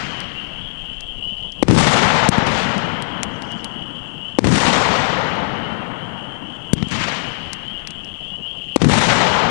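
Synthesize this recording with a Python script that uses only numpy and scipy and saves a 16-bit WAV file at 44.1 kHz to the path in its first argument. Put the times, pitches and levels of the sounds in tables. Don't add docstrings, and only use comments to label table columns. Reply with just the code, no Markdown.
import sys
import numpy as np
from scipy import signal
from scipy.io import wavfile
from scipy.ndimage import uniform_filter1d

SR = 44100
rng = np.random.default_rng(int(sys.argv[2]) if len(sys.argv) > 2 else 0)


def generate_wav(sig):
    pcm = np.round(np.clip(np.atleast_2d(sig).T, -1, 1) * 32767).astype(np.int16)
    wavfile.write(sys.argv[1], SR, pcm)


N = 418950

# start in seconds, blast level in dB before the limiter, echo field level in dB.
BURSTS = [(1.6267, 28, 1.7), (4.3868, 27, 0.58), (8.7607, 28.5, 1.37)]
LAUNCHES = [(-.42, 16, 0.1), (2.2890, 20.6, 0.1), (6.7334, 17.4, 0.11)]
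# delay in seconds, level in dB against the blast, treble limit in Hz, fading time of the puff in seconds.
BURST_ECHOES = [(.0036, -1, 4450, 0.0015), (0.0568, -30.5, 3960, 0.0036), (0.084, -28.5, 4300, 0.0032),
                (.1365, -31.5, 3000, 0.003), (.149, -44, 5500, .006), (.170, -50, 7950, .008),
                (0.342, -56, 500, .002)]
LAUNCH_ECHOES = [(0.093, -19.5, 2550, 0.0029), (0.135, -30, 700, .002), (0.177, -36, 6000, .012)]
# delay in seconds, boom off walls in dB, scatter off trees in dB.
BURST_FIELD = [(.012, -5, -14), (.03, -18, -26.5), (.054, -21.5, -32), (.059, -13, -27.5),
               (.084, -9.5, -24), (.135, -12.5, -22), (.17, -12.5, -16), (.25, -16, -12.5), (.6, -22, -12),
               (1.15, -22.5, -19), (2.3, -31, -31.5)]
LAUNCH_FIELD = [(.015, -19, -40), (.05, -30, -33), (.11, -24, -41.5), (.172, -62, -36), (0.181, -23, -22.5),
                (.3, -24.5, -18), (.7, -31.5, -28), (1.3, -39, -38.5), (2, -62, -52)]
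# frequency in Hz, relative level in dB per Hz.
BOOM_SPECTRUM = [(25, -40), (50, -6.5), (100, 1.8), (170, 7), (260, -3), (340, -4.5), (450, -9.5),
                 (600, -21.5), (1200, -77)]
# frequency in Hz, relative level in dB per Hz.
BURST_SCATTER = [(200, -53), (450, 0), (650, -3), (900, 1), (1100, -3.5), (1350, -3), (1650, -6),
                 (1900, -4.5), (2500, -7), (3300, -7), (4500, -10.5), (7000, -11.5), (9500, -16.5),
                 (11000, -27)]
# frequency in Hz, relative level in dB per Hz.
LAUNCH_SCATTER = [(200, -35), (450, -0.5), (900, 1.5), (1500, 2), (2500, 3.5), (4000, -3), (7000, -7),
                  (11000, -19)]
# frequency in Hz, loss in dB per second.
BOOM_LOSS = [(60, 7.5), (110, 13), (170, 3), (260, -1), (350, 10), (600, 7)]
# frequency in Hz, loss in dB per second.
AIR_LOSS = [(1500, 1.91), (2500, 7), (4000, 12.5), (7000, 28.5), (11000, 50.5)]
# start in seconds, starting pitch in Hz, length in seconds, level in dB.
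NEAR_PEEPS = [(.34, 2695, 0.084, -25), (1.072, 3070, .066, -25), (1.201, 2775, .17, -24),
              (1.421, 2900, 0.047, -25), (2.81, 2800, .071, -29), (3.484, 2810, 0.081, -27.5),
              (3.52, 3140, 0.055, -32), (3.718, 2840, 0.083, -32), (4.181, 2800, 0.15, -28),
              (5.6, 2800, .094, -31), (6.674, 2900, 0.1, -31), (6.835, 3080, 0.055, -30),
              (7.211, 2810, .12, -30), (7.66, 3070, 0.1, -28), (7.726, 2806, 0.062, -26),
              (8.276, 2786, 0.12, -27.5), (8.406, 2810, 0.086, -25), (8.43, 3040, 0.13, -26)]
# time in seconds, level in dB.
CHORUS_LEVEL = [(0, -31.5), (.5, -30), (1.4, -29), (3.4, -33), (4.1, -31.5), (5.6, -33.5), (7.6, -30.5),
                (8.45, -30), (9.5, -26)]
# start in seconds, peak level in dB, bass limit in Hz.
TICKS = [(0.2043, -15.5, 3970), (1.008, -13, 900), (1.5216, -22, 4500), (2.7807, -13, 4000),
         (3.0233, -11.5, 1500), (3.2324, 2.5, 700), (3.422, -12.5, 1500), (3.5188, -24, 1500),
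         (3.6448, -6.5, 700), (5.356, -32, 1500), (6.8858, -16, 1500), (7.532, -8.5, 600),
         (7.8733, -5, 1500), (7.9074, -11.5, 1000), (8.0467, -26, 4500)]
# time in seconds, level in dB.
WIND_LEVEL = [(0, -50), (.95, -36), (3.2, -50), (3.6, -56), (6.7, -58), (7.9, -42), (8.6, -54), (9.5, -53)]
# frequency in Hz, relative level in dB per Hz.
NIGHT_SPECTRUM = [(12, -25), (30, -10), (60, -3.5), (150, 3.5), (300, -8.5), (700, -7.5), (1500, -19.5),
                  (2500, -25), (4000, -42), (7000, -35.5), (11000, -47)]

SLAP_DB, SLAP_S = 3.5, 0.013
FIELD_FADE_S = 1
NEAR_TOP_HZ, OPEN_S = 3500, 0.13
FIZZ_S, FIZZ_DB = 3.53, -50
FIZZ_RISE_DB_PER_S, FIZZ_FALL_DB_PER_S = 33, 52
GLIDE_HZ_PER_S = 2300
HUSH_DB, HUSH_S = -21, 0.32
TICK_TOP_HZ = 6960
NIGHT_DB, IDLE_INPUT_DB = -38.5, -60.5
EDGE_HZ = 10900


def blast(ring_hz, fade_s, rise_s, crackle, crackle_s):
    t = np.arange(1024) / SR
    fade = np.exp(-(t / fade_s) ** 3.7)
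    rise = 1 - np.exp(-t / rise_s)
    swing = np.cos(2 * np.pi * ring_hz * t) * fade * rise
    return swing + crackle * rng.standard_normal(1024) * np.exp(-t / crackle_s)


def reflection(pulse, top_hz, spread_s):
    puff = 0.59 * rng.standard_normal(1024) * np.exp(-np.arange(1024) / SR / spread_s)
    low_pass = signal.butter(2, min(top_hz, 20000), fs=SR)
    return signal.lfilter(*low_pass, blast(*pulse) + puff)


def echo_field(echoes, field, scatter):
    s, boom_db, scatter_db = np.transpose(field)
    t = np.arange(s[0], s[-1] + FIELD_FADE_S, 1 / SR)
    fade_in = np.minimum((t - s[0]) / 0.0013, 1)
    fade_out = np.clip((t[-1] - t) / FIELD_FADE_S, 0, 1)
    boom = gain_of(np.interp(t, s, boom_db)) * noise(BOOM_SPECTRUM, len(t), patchy_db=1.5, loss=BOOM_LOSS)

    stirred_db = sum(SLAP_DB * (t > echo[0]) * np.exp(-abs(t - echo[0]) / SLAP_S) for echo in echoes)
    unevenness = evened(uniform_filter1d(rng.standard_normal(len(t)), size=500))
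    slaps_db = stirred_db + 4.4 * np.exp(-t / 0.28) * unevenness
    trees_gain = gain_of(np.interp(t, s, scatter_db) + slaps_db)
    trees = trees_gain * noise(scatter, len(t), patchy_db=1.0, loss=AIR_LOSS)

    dull = signal.lfilter(*signal.butter(1, NEAR_TOP_HZ, fs=SR), trees)
    treble = trees - dull
    trees = dull + np.minimum(t / OPEN_S, 1) ** 2 * treble
    return fade_in * fade_out * (boom + trees)


def shots(table, pulse, echoes, field, scatter):
    out = np.zeros(N)
    for start_s, db, field_db in table:
        add(out, start_s, gain_of(db) * blast(*pulse))
        for delay_s, echo_db, top_hz, spread_s in echoes:
            add(out, start_s + delay_s, gain_of(db + echo_db) * reflection(pulse, top_hz, spread_s))
        field_start_s = start_s + field[0][0]
        add(out, field_start_s, gain_of(field_db) * echo_field(echoes, field, scatter))
    return out


def fireworks():
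    # swing in Hz, fade in s, rise in s, crackle amount, crackle fade in s
    burst_pulse = (326, 0.0028, 0.0000035, 0.14, 0.002)
    launch_pulse = (167, 0.006, 0.00035, 0.38, 0.0027)
    mix = shots(BURSTS, burst_pulse, BURST_ECHOES, BURST_FIELD, BURST_SCATTER)
    mix += shots(LAUNCHES, launch_pulse, LAUNCH_ECHOES, LAUNCH_FIELD, LAUNCH_SCATTER)
    return signal.sosfilt(signal.butter(2, 55, "high", fs=SR, output="sos"), mix)


def fizz():
    late_s = np.arange(N) / SR - FIZZ_S
    crackles = noise([(2500, -24), (4500, 11), (7000, 6.0), (10500, -23)], size=N, patchy_db=4.0)
    swell_db = np.minimum(FIZZ_RISE_DB_PER_S * late_s, -FIZZ_FALL_DB_PER_S * late_s)
    return evened(crackles) * gain_of(FIZZ_DB + swell_db)


def peep(start_hz, length_s):
    t = np.arange(0, length_s, 1 / SR)
    cycles = (start_hz + GLIDE_HZ_PER_S * t / 2) * t
    return np.sin(2 * np.pi * cycles) * signal.windows.tukey(len(t), .7)


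def frogs(count=2500):
    far, near = np.zeros((2, N))
    t = np.arange(N) / SR
    for when, length, loss, pitch in rng.random((count, 4)):
        call = peep(2480 + 820 * pitch, 0.064 + 0.074 * length)
        call_db = -8 * loss - 15 * (2 * pitch - 1) ** 2
        add(far, when * N / SR - .1, gain_of(call_db) * call)

    smear_fade_s = np.array([[.06], [.04]])
    far_smear, near_smear = rng.standard_normal((2, 9000)) * np.exp(-np.arange(9000) / SR / smear_fade_s)
    far = 0.74 * evened(far) + evened(signal.oaconvolve(far, far_smear)[:N])
    far *= 1 + 0.19 * evened(uniform_filter1d(rng.standard_normal(N), size=60))
    hush_db = sum(HUSH_DB * (t > burst[0]) * np.exp(-abs(t - burst[0]) / HUSH_S) for burst in BURSTS)
    far = evened(far) * gain_of(np.interp(t, *np.transpose(CHORUS_LEVEL)) + hush_db)

    for start_s, hz, length_s, db in NEAR_PEEPS:
        add(near, start_s, gain_of(db) * peep(hz, length_s))
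    near_smear = near_smear / np.linalg.norm(near_smear)
    return far + near + 0.3 * signal.oaconvolve(near, near_smear)[:N]


def ticks():
    out, t = np.zeros(N), np.arange(1500) / SR
    for start_s, db, low_hz in TICKS:
        snap_grit, tail_grit = rng.standard_normal((2, 1500))
        snap = np.cos(2 * np.pi * 3500 * t) * np.exp(-t / .0001)
        snap = snap + 0.75 * snap_grit * np.exp(-t / 0.00026)
        bounce = np.roll(uniform_filter1d(snap, size=4), round(0.0025 * SR))
        tail = tail_grit * np.exp(-t / 0.0045)
        sound = snap + 0.33 * bounce + 0.079 * tail
        sound = signal.lfilter(*signal.butter(1, (low_hz, TICK_TOP_HZ), "band", fs=SR), sound)
        add(out, start_s, gain_of(db) * sound / abs(sound).max())
    return out


def wind():
    band_pass = signal.butter(2, (14, 42), "band", fs=SR, output="sos")
    rumble = signal.sosfilt(band_pass, rng.standard_normal(N))
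    return evened(rumble) * gain_of(np.interp(np.arange(N) / SR, *np.transpose(WIND_LEVEL)))


def night_air():
    return gain_of(NIGHT_DB) * noise(NIGHT_SPECTRUM, size=N, patchy_db=2.5)


def idle_input():
    hiss = noise([(20, 15), (100, 0.5), (1300, -3), (10000, -6.5)], size=N, patchy_db=2.0)
    return gain_of(IDLE_INPUT_DB) * hiss


def noise(spectrum, size, patchy_db, loss=((1, 0), (2, 0))):
    frames, hz = size // 128 + 6, np.fft.rfftfreq(512, 1 / SR)[:, None]
    real, imaginary, patches = rng.standard_normal((frames, 257, 3)).T
    patches = uniform_filter1d(patches, size=12, axis=0)
    patches = evened(uniform_filter1d(patches, size=10, axis=1))
    shape = gain_of(read(spectrum, hz))
    lost_db = read(loss, hz) * np.arange(frames) * 128 / SR
    z = (real + 1j * imaginary) * shape * gain_of(patchy_db * patches - lost_db)
    x = signal.istft(z, nperseg=512, noverlap=384)[1][:size]
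    return evened(x) * np.sqrt(np.mean(abs(z) ** 2) / np.mean(shape ** 2) / 2)


def gain_of(db):
    return 10 ** (np.asarray(db) / 20)


def evened(x):
    return x / np.sqrt(np.mean(x ** 2) + 1e-20)


def read(points, hz):
    f, value = np.transpose(points)
    return np.interp(np.log(hz + 1), np.log(f + 1), value)


def add(mix, start_s, sound):
    at = round(start_s * SR)
    length = max(len(sound) + min(at, 0), 0)
    part = mix[max(at, 0):][:length]
    part += sound[max(-at, 0):][:len(part)]


def scene():
    left = fireworks() + fizz() + frogs() + ticks() + wind() + night_air()
    return np.array([left, idle_input()])


def record(dry):
    fall_db = np.arange(N) * 640.0 / SR
    peak_db = 20 * np.log10(abs(dry) + 1e-9)
    held_db = np.maximum.accumulate(peak_db + fall_db, axis=1) - fall_db
    over_db = np.maximum(held_db - 0.5, 0)
    keep = np.exp(-1 / (0.00093 * SR))
    cut_db = signal.lfilter([1 - keep], [1, -keep], over_db)
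    limited = np.clip(dry / gain_of(cut_db), -.97, .97)
    low_pass = signal.firwin(511, EDGE_HZ, window=("kaiser", 9), fs=SR)
    return signal.oaconvolve(limited, low_pass[None], "same")


dry = scene()
out = record(dry)
generate_wav(out)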